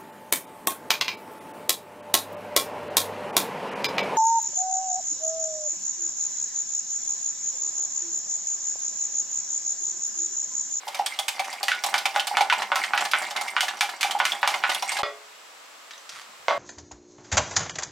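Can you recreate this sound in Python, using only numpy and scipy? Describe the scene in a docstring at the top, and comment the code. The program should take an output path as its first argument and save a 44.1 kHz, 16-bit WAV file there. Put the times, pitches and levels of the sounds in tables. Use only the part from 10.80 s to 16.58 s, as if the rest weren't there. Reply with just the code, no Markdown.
"""In a small kitchen, a spoon stirs thick sauce in a glass jug close to two microphones.
Knocks set decaying tones of glass and air ringing; smacks are bursts of noise with a ringing bubble,
and plops are short sines that rise a little. Shaped random clicks make the squelch, swelling by stroke.
After a few silent milliseconds and a soft pop, food slips from a ringing pan onto a plate, and
the pan knocks on the plate. Echoes and a faint room tone surround it all."""
import sys
import numpy as np
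from scipy import signal
from scipy.fft import rfft, irfft
from scipy.io import wavfile

SR = 44100
rng = np.random.default_rng(int(sys.argv[2]) if len(sys.argv) > 2 else 0)


def transcribe(signal):
    """Save signal, clipped to [-1, 1], as a 16-bit WAV file at the path in sys.argv[1]."""
    frames = np.atleast_2d(signal).T
    limited = np.clip(frames, -1, 1)
    pcm = np.round(limited * 32767).astype(np.int16)
    wavfile.write(sys.argv[1], SR, pcm)


N = 254898
TIME = np.arange(N) / SR  # s, whole sound
RING_TIME = np.arange(SR // 3) / SR  # s, since one contact

# In all tables of contacts, strength and other levels are relative; tilt is the treble slope.
# spoon on glass, with a steep tilt where sauce cushions the blow:
# (t/s, strength/dB, low body/dB, tilt/dB per octave, f favoured by the spot struck/Hz, its lift/dB)
KNOCK_EVENTS = [(0.8828, 13, 0, 0, 1950, 21.5), (0.9171, 19, -37, -9.5, 1440, 20),
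                (1.1411, 16.5, 5.5, -2, 1470, 14.5), (1.3609, 15, 6.5, -3.5, 1417, 14),
                (1.57, 18, 6.5, -3.5, 1428, 14.5), (1.6993, 21.5, -28, -8.5, 1460, 11),
                (1.918, 17.5, 5.5, -11.5, 1440, 16), (1.9574, 12, 6, 1, 1340, 16),
                (2.135, 19, -0.5, -12, 1482, 15), (2.1767, 17, -7, -3.5, 1330, 11),
                (2.3346, 24, -7, -13, 1410, 8), (2.7654, 21.5, -5.5, -11.5, 1480, 1),
                (2.8074, 15, -13, 1, 3030, 14), (3.009, 17, -4, 0.5, 2373, 11),
                (3.23, 15, -7, 0.5, 2290, 15), (3.4008, 19, 4, -10, 1460, 10),
                (3.453, 15.5, -7, 0.5, 2400, 18), (3.6299, 20.5, 0.5, -11, 1460, 6.5),
                (3.6755, 15, 8, 0.5, 2300, 11), (3.8378, 21.5, -4, -11, 1502, 15.5)]
# sauce tearing from spoon and glass:
# (t/s, strength/dB, low body/dB, tilt/dB per octave, bubble f/Hz, bubble level/dB)
SMACK_EVENTS = [(0.0788, -1, 14, 1, 5150, 3), (0.1455, 2.5, 8.5, 0.5, 2310, 8),
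                (0.1903, -0.5, 11.5, -1.5, 5400, 8), (0.2618, 9, -10, 0.5, 8420, 12),
                (0.3896, 2, 14.5, 4, 3350, 14.5), (0.482, 11.5, 0, 0.5, 7640, 4),
                (0.5945, 7, 12, -0.5, 2310, 14), (0.644, -4, -1, 1, 2420, 11),
                (0.7288, -1, 10.5, 1, 4900, 9.5), (0.8301, 4, 13, 2.5, 4540, 11),
                (1.0377, 9, 12.5, 1, 5530, 6.5), (1.063, 0.5, 18.5, 3.5, 7800, 6),
                (1.1804, 7.5, -7, 0.5, 5100, 9), (1.2553, 13.5, 7, -1.5, 2360, 10.5),
                (1.3964, 10.5, -5, -1, 3060, 13.5), (1.4706, 7, 1, 1.5, 8730, 7),
                (1.608, 13.5, 7, -2, 2260, 9), (1.725, 17, 4, -5, 2410, 9),
                (1.8204, 10.5, 0.5, -3.5, 1880, 8), (2.0377, 13, -7, -4, 1920, 12),
                (2.208, 6.5, 9.5, -1, 7330, 10), (2.2507, 9.5, -2, -1.5, 1730, 9.5),
                (2.314, 2.5, -2, 2, 4900, 8.5), (2.422, -4.5, 18.5, 2, 7200, 11),
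                (2.5085, 1, 12.5, 0, 5280, 9), (2.5629, 11, 7, -2.5, 4000, -5),
                (2.6111, 3.5, 13.5, 1.5, 2090, 8), (2.68, -0.5, 0, 0, 2260, 8),
                (2.829, 3, 15.5, 1, 3140, -7), (2.8823, 10.5, -7, -2.5, 1750, 12),
                (2.9712, -9, 8, 0.5, 5870, 12), (3.092, 1, 7.5, -0.5, 1760, 13.5),
                (3.209, 7, 4, 1.5, 2880, -7), (3.3096, 6.5, 3, 0.5, 3130, 7.5), (3.388, -3, 0, 2, 2450, -4),
                (3.5198, 2.5, 9, 0.5, 3380, 19.5), (3.7401, 12, -0.5, -4, 2110, 8),
                (3.895, 14, -0.5, -3, 2950, -5), (3.9165, 8, 5.5, -3, 2000, 15),
                (3.948, 6, -7, -2.5, 3330, 13), (4.024, 5.5, 16.5, 0, 5550, 9.5),
                (4.0937, 11, -18, -8, 2250, 10.5), (4.1181, 4.5, 10, 1, 7650, 3),
                (4.168, 8, -14, -1.5, 1650, 13), (4.188, 5.5, 12, -1, 4070, 10)]
# air pockets opening in the sauce: (t/s, level/dB, f/Hz)
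PLOP_EVENTS = [(0.071, -28, 855), (0.195, -13, 830), (1.512, -18.5, 832), (1.608, -10.5, 822),
               (1.724, -11, 985), (1.788, -25.5, 855), (2.663, -29, 950), (3.03, -20.5, 840),
               (3.246, -17.5, 797), (3.35, -15.5, 836), (4.164, -28, 800), (4.203, -24, 820)]
# food slipping in the pan: (t/s, strength/dB, tilt/dB per octave, wet tick f/Hz, tick level/dB)
SLIP_EVENTS = [(5.109, -1, -1, 3000, -8), (5.135, -14.5, 0, 3750, 19.5), (5.179, -20, 4, 6060, 16),
               (5.293, -3.5, 3, 4700, -12), (5.351, -7, 0, 1240, 6), (5.412, -17, 5, 1200, 4)]
# blows on the pan: (t/s, strength/dB, tilt/dB per octave, pan ring level/dB, plate ring level/dB)
BLOW_EVENTS = [(4.2329, 7.5, 0, 9.5, 2.5), (5.683, 16, 0, -35, 7.5), (5.709, 17.5, -9, -5, -25)]
# soft pieces landing on the plate: (t/s, level/dB, f/Hz)
THUD_EVENTS = [(5.332, -61, 150), (5.492, -56, 241), (5.599, -63, 137)]
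# spatula sliding in the pan: (t/s, level/dB)
SLIDE_COURSE = [(5.28, -91), (5.30, -46), (5.36, -43.5), (5.42, -46.5), (5.48, -75)]
# slow course of the stirring, before the layer gains: (t/s, churn level/dB, crackle level/dB)
STIR_COURSE = [(0.0, -65, -50.5), (0.41, -64, -51), (0.84, -61.5, -46.5), (1.07, -59, -47.5),
               (2.0, -53.5, -45), (2.15, -54, -44.5), (2.43, -53.5, -43.5), (3.07, -61, -50.5),
               (3.4, -52.5, -46), (3.78, -53.5, -43), (4.08, -56, -40.5), (4.21, -58.5, -49)]
# moments when the spoon starts a new stroke: (t/s)
STROKE_STARTS = [0.05, 0.26, 0.469, 0.828, 1.032, 1.238, 1.46, 1.69, 1.909, 2.128, 2.309, 2.551, 2.758,
                 2.998, 3.2, 3.388, 3.619, 3.838, 4.02, 4.3]

# band centres of the contact sounds: (f/Hz)
BAND_HZ = [800, 1550, 3100, 6300, 12000]
# colour of each kind of contact: (relative level/dB, one for each band centre)
KNOCK_BANDS = [1, -0.5, -1, -8, -18]
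SMACK_BANDS = [1, -2.5, 1.5, -5.5, -14]
SLIP_BANDS = [-12, -0.5, -1, -4.5, -27]
BLOW_BANDS = [3.5, -2, -4.5, -14, -47]

# ringing tones of the air in the jug, glass, pan and plate: (f/Hz, relative level/dB, 60 dB decay/s)
JUG_AIR_MODES = [(575, -1, .2), (745, 1, .16), (832, 2.5, .11), (943, 2.5, .13), (1066, 2, .18)]
GLASS_MODES = [(1209, 5.5, .24), (1326, 0, .13), (1458, 8, .17), (1770, 3, .16), (1947, 1, .11),
               (2125, 2, .15), (2337, 4, .11), (2552, 1, .14), (2994, 3, .1), (3150, 0, .08),
               (3433, 4, .13), (4630, -3, .06), (4930, -2, .07)]
PAN_MODES = [(425, 16, .34), (575, 17, .27), (1210, 5, .35), (1183, 8, .07), (1336, 10, .13),
             (1930, 13, .23), (2156, 11, .32), (2440, 7, .25), (3047, 5, .3), (3407, 13, .23),
             (3591, 6, .2), (4288, 7, .22), (4900, 11, .27)]
PLATE_MODES = [(535, 10, .12), (578, 18, .4), (643, 13, .25), (681, 15, .4), (918, 5, .3), (955, 6, .3),
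               (1067, 7, .3), (1118, 9, .4), (1385, 2, .2), (1512, 4, .2), (2070, 9, .2), (2108, 12, .26),
               (3138, 1, .4), (3429, 5, .28)]

# frequency curves of churn, crackle and room tone: (f/Hz, relative level/dB per Hz)
CHURN_SPECTRUM = [(30, -76), (130, -20.5), (175, -30), (208, -4.5), (245, -12.5), (400, -5), (500, -15),
                  (620, 1.5), (820, 8.5), (1200, 3), (2000, -0.5), (4000, -38)]
CRACKLE_SPECTRUM = [(500, -27), (1200, -2), (2200, 18), (3300, 3.5), (5000, 9.5), (6600, 0), (7700, 4.5),
                    (10500, -3.5), (13000, -11), (16000, -2)]
ROOM_TONE_SPECTRUM = [(24, -90), (40, -39), (133, -35.5), (290, -18.5), (422, -15.5), (455, -10.5),
                      (680, -9), (918, -7.5), (1210, -5), (1440, -8.5), (2770, -11), (6850, -17.5),
                      (7600, -13.5), (8600, -23), (16000, -30.5)]
# how fast the kitchen's tail dies: (f/Hz, 60 dB decay/s)
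ROOM_DECAY = [(200, 0.41), (1000, 0.21), (3000, 0.2), (8000, 0.2), (16000, 0.21)]
# echoes from worktop, stove and wall: (delay t/s, relative gain)
NEAR_ECHOES = [(.0022, 0.014), (.0052, 1), (.0066, 0.43), (.0121, 0.98), (.0165, -0.33), (.0238, -0.44),
               (.0285, -0.087)]
# frequency curve of the sliding spatula: (f/Hz, relative level/dB)
SLIDE_SPECTRUM = [(200, -18), (700, -9), (1200, 6), (1700, 2.5), (5000, -5.0), (10000, -14), (16000, -35)]

BREAK_FROM, BREAK_TO = 4.2225, 4.232  # s
ROOM_TONE_DB = -47
EDGE_HZ = 15900  # upper limit of the sound
# each stroke gathers speed, holds it until the second share of its length, then slows into the next
STROKE_RISE, STROKE_HOLD, LULL_DB = 0.28, 0.59, -9
CHURN_DB, CRACKLE_DB, SPITS_DB = 18.5, 6.5, 35.5  # gains of the stirring layers
SPITS_PER_S, SPIT_LOW_HZ, SPIT_HIGH_HZ = 25, 1585, 6930


def knocks():
    """The spoon strikes the wall; glass and air ring, with the tones near one pitch lifted."""
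    out = np.zeros((2, N))
    for s, db, body_db, tilt_db, spot_hz, lift_db in KNOCK_EVENTS:
        modes = []
        for hz, mode_db, t60 in GLASS_MODES:
            nearness = np.exp(-(np.log(hz / spot_hz) / 0.037) ** 2)
            modes.append((hz, mode_db + lift_db * nearness, t60))
        glass = amp(-1.5) * ring(modes, spread_db=2)
        air = amp(-4) * ring(JUG_AIR_MODES, spread_db=1.5)
        # the spoon chatters for a few milliseconds, which colours each blow differently
        chatter = contact(direct_db=-9, scatter_db=-7, t60=0.015, width=0.25)
        body = contact(direct_db=-19.5, scatter_db=-4.5, t60=0.19, width=0.26)
        levels = colour(KNOCK_BANDS, db, tilt_db, body_db, knee_hz=2075)
        click = pulse(levels, bass_db=-30.5, lag=0.000597)
        add(out, s, convolve(chatter + body + glass + air, click))
    return out


def smacks():
    """The loud smacks, where the spoon pulls free of the sauce."""
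    out = np.zeros((2, N))
    for s, *shape in SMACK_EVENTS:
        add(out, s, smack(*shape))
    return out


def smack(db, body_db, tilt_db, bubble_hz, bubble_db):
    """A film of sauce snaps and frees a bubble; a close reflection follows some 5 ms later; the jug
    colours it."""
    snap = contact(direct_db=-16, scatter_db=-3, t60=0.03, width=0.38)
    early_reflection = contact(direct_db=-17, scatter_db=-5.5, t60=0.035, width=0.36)
    add(snap, 0.0055 * rng.uniform(0.8, 1.2), early_reflection)
    bubble_t60 = 55 / bubble_hz  # the bubble dies by 60 dB in 55 cycles
    bubble = ring([(bubble_hz, bubble_db, bubble_t60)], spread_db=0)
    glass = amp(-9) * ring(GLASS_MODES, spread_db=2)
    air = amp(-7) * ring(JUG_AIR_MODES, spread_db=3)
    levels = colour(SMACK_BANDS, db, tilt_db, body_db)
    return convolve(snap + bubble + glass + air, pulse(levels, bass_db=-26.5, lag=0.00041))


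def squelch(churn_follows=0.86):
    """Under the moving spoon the sauce churns, spits and crackles, swelling with each stroke."""
    s, churn_db, crackle_db = np.transpose(STIR_COURSE)
    stroke = stroke_db()
    churn_level = np.interp(TIME, s, churn_db) + churn_follows * stroke
    crackle_level = np.interp(TIME, s, crackle_db) + stroke

    churn = shaped(grains(per_s=600, spread_db=5.5, width=0.12), CHURN_SPECTRUM)
    in_jug = convolve(churn, ring(JUG_AIR_MODES, spread_db=1))
    churn = evened(churn + amp(-6) * in_jug)

    crackle = shaped(bubbles(per_s=1200, spread_db=4.6, cycles=2.5), CRACKLE_SPECTRUM)
    scatter = contact(direct_db=0, scatter_db=0, t60=0.025, width=0.4)
    crackle = evened(convolve(crackle, scatter))

    out = churn * amp(churn_level + CHURN_DB)
    out += crackle * amp(crackle_level + CRACKLE_DB)
    return out + spits(crackle_level)


def stroke_db():
    """Speed of the spoon as a level: it rises, holds and falls in every stroke."""
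    phase = np.interp(TIME, STROKE_STARTS, np.arange(len(STROKE_STARTS))) % 1
    rise = phase / STROKE_RISE
    fall = (1 - phase) / (1 - STROKE_HOLD)
    speed = np.clip(np.minimum(rise, fall), 0, 1)
    return LULL_DB * (1 - speed)


def bubbles(per_s, spread_db, cycles, count=20):
    """Tiny bubbles burst at random, each ringing briefly at one of a set of pitches."""
    bursts = grains(per_s, spread_db, width=0.091)
    kind = rng.integers(0, count, N)
    out = np.zeros((2, N))
    for k, hz in enumerate(np.geomspace(1300, 14000, count)):
        r = np.exp(-hz / cycles / SR)  # what is left of the ring after one sample
        resonance = [1, -2 * r * np.cos(2 * np.pi * hz / SR), r * r]
        ringing = signal.lfilter([1, 0, -1], resonance, bursts * (kind == k))
        out += np.sqrt(hz * (1 - r)) * ringing
    return out


def spits(level_db, bubble_db=15, count=12):
    """Small smacks at random moments, each with a bubble at one of a set of pitches."""
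    out = np.zeros((2, N))
    kinds = []
    for hz in np.geomspace(SPIT_LOW_HZ, SPIT_HIGH_HZ, count):
        kinds.append(smack(db=SPITS_DB, body_db=12, tilt_db=1.5, bubble_hz=hz, bubble_db=bubble_db))
    chance, size, pitch = rng.random((3, N))
    for i in np.flatnonzero((chance < SPITS_PER_S / SR) & (TIME < BREAK_FROM)):
        size_db = 8 * (size[i] - 1)  # up to 8 dB softer
        add(out, TIME[i], amp(level_db[i] + size_db) * kinds[int(pitch[i] * count)])
    return out


def plops(rise=0.0023, glide=0.0044):
    """Each air pocket rings for a few cycles, rising a little in pitch as it opens."""
    out = np.zeros((2, N))
    for s, db, hz in PLOP_EVENTS:
        age = RING_TIME / rise
        turns = np.cumsum(hz * (1 - glide * np.exp(-age / 2))) / SR
        pocket = amp(db - 0.5) * age * np.exp(1 - age) * np.sin(2 * np.pi * turns)
        jug = amp(-9) * ring(JUG_AIR_MODES, spread_db=1)
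        add(out, s, pocket + convolve(pocket, jug))
    return out


def serving():
    """Food slides and slips ahead of the spatula, and the pan rings and sets the plate ringing."""
    out = slide() + slips() + blows()
    return low_cut(out, hz=307)  # thin dishes radiate little bass


def slide():
    """The spatula slides in the pan: many tiny clicks with a shared colour."""
    scrape = shaped(grains(per_s=880, spread_db=2.5, width=0.26), SLIDE_SPECTRUM)
    return scrape * amp(np.interp(TIME, *np.transpose(SLIDE_COURSE), left=-120, right=-120))


def slips():
    """Food slips in the pan: a short scatter of noise and a wet tick at one pitch."""
    out = np.zeros((2, N))
    for s, db, tilt_db, tick_hz, tick_db in SLIP_EVENTS:
        tick = ring([(tick_hz, tick_db, 0.025)], spread_db=0)
        rub = contact(direct_db=-9.0, scatter_db=-4.5, t60=0.054, width=0.23)
        levels = colour(SLIP_BANDS, db, tilt_db)
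        add(out, s, convolve(tick + rub, pulse(levels, bass_db=-16)))
    return out


def blows():
    """A blow sets the natural tones of the pan and plate ringing."""
    out = np.zeros((2, N))
    for s, db, tilt_db, pan_db, plate_db in BLOW_EVENTS:
        pan = amp(pan_db) * ring(PAN_MODES, spread_db=0.5)
        plate = amp(plate_db) * ring(PLATE_MODES, spread_db=0.5)
        hit = contact(direct_db=-6, scatter_db=-5, t60=0.17, width=0.22)
        levels = colour(BLOW_BANDS, db, tilt_db)
        add(out, s, convolve(hit + pan + plate, pulse(levels, bass_db=-9.5, lag=0.0003)))
    return out


def thuds(rise=0.003):
    """Soft food lands with a short low push and no ring."""
    out = np.zeros((2, N))
    age = RING_TIME / rise
    for s, db, hz in THUD_EVENTS:
        push = age * np.exp(1 - age) * np.sin(2 * np.pi * hz * RING_TIME)
        add(out, s, amp(db) * push)
    return out


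def pop(db=-24, decay=0.00077):
    """A soft low pop, one fast-fading push, ends the break."""
    out = np.zeros((2, N))
    add(out, BREAK_TO, amp(db) * np.exp(-RING_TIME / decay))
    return out


def kitchen(x, echo_db, tail_db):
    """Near surfaces answer first; then a diffuse tail dies band by band."""
    noise = pair(len(RING_TIME), width=0.2)
    hz, t, bands = signal.stft(noise, SR, nperseg=256)
    bands = bands * np.exp(-np.log(1000) * t / read(ROOM_DECAY, hz)[:, None])
    tail = signal.istft(bands, SR, nperseg=256)[1][:, :len(RING_TIME)]
    tail *= 1 - np.exp(-RING_TIME / 0.019)  # builds up gradually
    response = amp(tail_db) * tail / np.linalg.norm(tail[0])
    for delay, gain in NEAR_ECHOES:
        blur = np.exp(-RING_TIME / (0.0025 * delay))  # far, cluttered surfaces return less treble
        add(response, delay, amp(echo_db) * gain * blur / blur.sum())
    response[:, 0] += 1  # the direct sound
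    return convolve(x, response)


def room_tone():
    """The steady, faint noise of the room."""
    return amp(ROOM_TONE_DB) * shaped(pair(N, width=0.74), ROOM_TONE_SPECTRUM)


def ring(modes, spread_db):
    """Dying tones; the place of the blow weights each one differently, here at random."""
    hz, db, t60 = np.transpose(modes)[:, :, None]
    rate = np.log(1000) / t60
    height = amp(db + spread_db * rng.standard_normal(hz.shape)) * 2 * rate / SR
    tones = height * np.exp(-rate * RING_TIME) * np.cos(2 * np.pi * hz * RING_TIME)
    return tones.sum(0)


def contact(direct_db, scatter_db, t60, width):
    """A sharp first arrival and a short random scatter behind it."""
    fade = np.exp(-np.log(1000) * RING_TIME / t60)
    onset = 1 - np.exp(-RING_TIME / 0.0015)
    scatter = pair(len(RING_TIME), width) * fade * onset
    out = amp(scatter_db) * scatter / np.linalg.norm(scatter[0])
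    out[:, 0] += amp(direct_db)
    return out


def colour(base, db, tilt_db, body_db=0, knee_hz=1550):
    """Band levels of one contact: its kind's colour, tilted above the knee, plus low body."""
    bands = np.array(BAND_HZ)
    octaves = np.maximum(np.log2(bands / knee_hz), 0)
    return np.array(base) + db + tilt_db * octaves + body_db * (bands == bands[0])


def pulse(levels, bass_db, lag=0.0, size=2048):
    """A click with set band levels; its bending waves run faster in the treble (lag/s at 1 kHz)."""
    hz = np.fft.rfftfreq(size, 1 / SR)
    low = levels[0] + bass_db
    points = [(40, low - 18.0), (220, low - 9.5), (450, low), (620, levels[0] - 9.0)]
    points += [*zip(BAND_HZ, levels), (16000, levels[-1] - 12)]
    log_gain = np.log(amp(read(points, abs(np.fft.fftfreq(size, 1 / SR)))))
    # this phase puts no sound ahead of the click
    causal = np.exp(np.conj(signal.hilbert(log_gain)))[:len(hz)]
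    dispersion = np.exp(-4j * np.pi * lag * np.sqrt(1000 * hz))
    return irfft(causal * dispersion, size)


def grains(per_s, spread_db, width):
    """Sparse tiny clicks of very uneven size, at random moments."""
    size_db = spread_db * np.minimum(rng.exponential(1, N), 4)
    return pair(N, width) * amp(size_db) * (rng.random(N) < per_s / SR)


def pair(size, width):
    """Noise for two close microphones: a shared part and a part of opposite sign."""
    mid, side = rng.standard_normal((2, size))
    return evened(np.array([mid + width * side, mid - width * side]))


def shaped(x, spectrum):
    """Gives a long signal a frequency curve, at rms (average strength) 1."""
    gain = amp(read(spectrum, np.fft.rfftfreq(N, 1 / SR)))
    return evened(irfft(rfft(x) * gain, N))


def low_cut(x, hz):
    """Gently weakens the bass below hz."""
    return signal.sosfilt(signal.butter(2, hz, "highpass", fs=SR, output="sos"), x)


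def convolve(x, response):
    """Passes x through a response, keeping its length."""
    return signal.fftconvolve(np.atleast_2d(x), np.atleast_2d(response), axes=1)[:, :x.shape[-1]]


def add(mix, s, sound):
    """Mixes a sound in at time s, cutting what runs past the end."""
    part = mix[:, round(s * SR):][:, :sound.shape[-1]]
    part += sound[..., :part.shape[-1]]


def read(points, hz):
    """Reads a table between its points, on a log-frequency axis."""
    f, value = np.transpose(points)
    return np.interp(np.log(hz + 1), np.log(f + 1), value)


def evened(x):
    """Scales to rms (average strength) 1."""
    return x / np.sqrt(np.mean(x ** 2) + 1e-20)


def amp(db):
    """Turns decibels into a gain."""
    return 10 ** (np.asarray(db) / 20)


def scene():
    """Stirring, a few milliseconds of silence, then serving; both a little right of centre."""
    in_jug = low_cut(knocks() + smacks() + plops(), hz=150) + squelch()
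    stirring = kitchen(in_jug, echo_db=-10.5, tail_db=-8.0)
    stirring *= np.clip((BREAK_FROM - TIME) / 0.0013, 0, 1)  # fades out just before the break
    dishing = kitchen(serving() + thuds(), echo_db=-23.5, tail_db=-4.5)
    heard = (TIME < BREAK_FROM) | (TIME > BREAK_TO)
    placed = stirring * amp([[-0.8], [0.8]]) + dishing * amp([[-0.6], [0.6]])  # left, right/dB
    return heard * (placed + room_tone() + pop())


def record(dry):
    """The loudest peaks are rounded off; then the highest treble is cut away."""
    ceiling, knee = 0.68, 6  # a higher knee gives a sharper bend
    rounded = dry / (1 + abs(dry / ceiling) ** knee) ** (1 / knee)
    treble_cut = signal.firwin(511, EDGE_HZ, window=("kaiser", 9), fs=SR)
    return signal.oaconvolve(rounded, treble_cut[None], "same")


dry = scene()
out = record(dry)
transcribe(out)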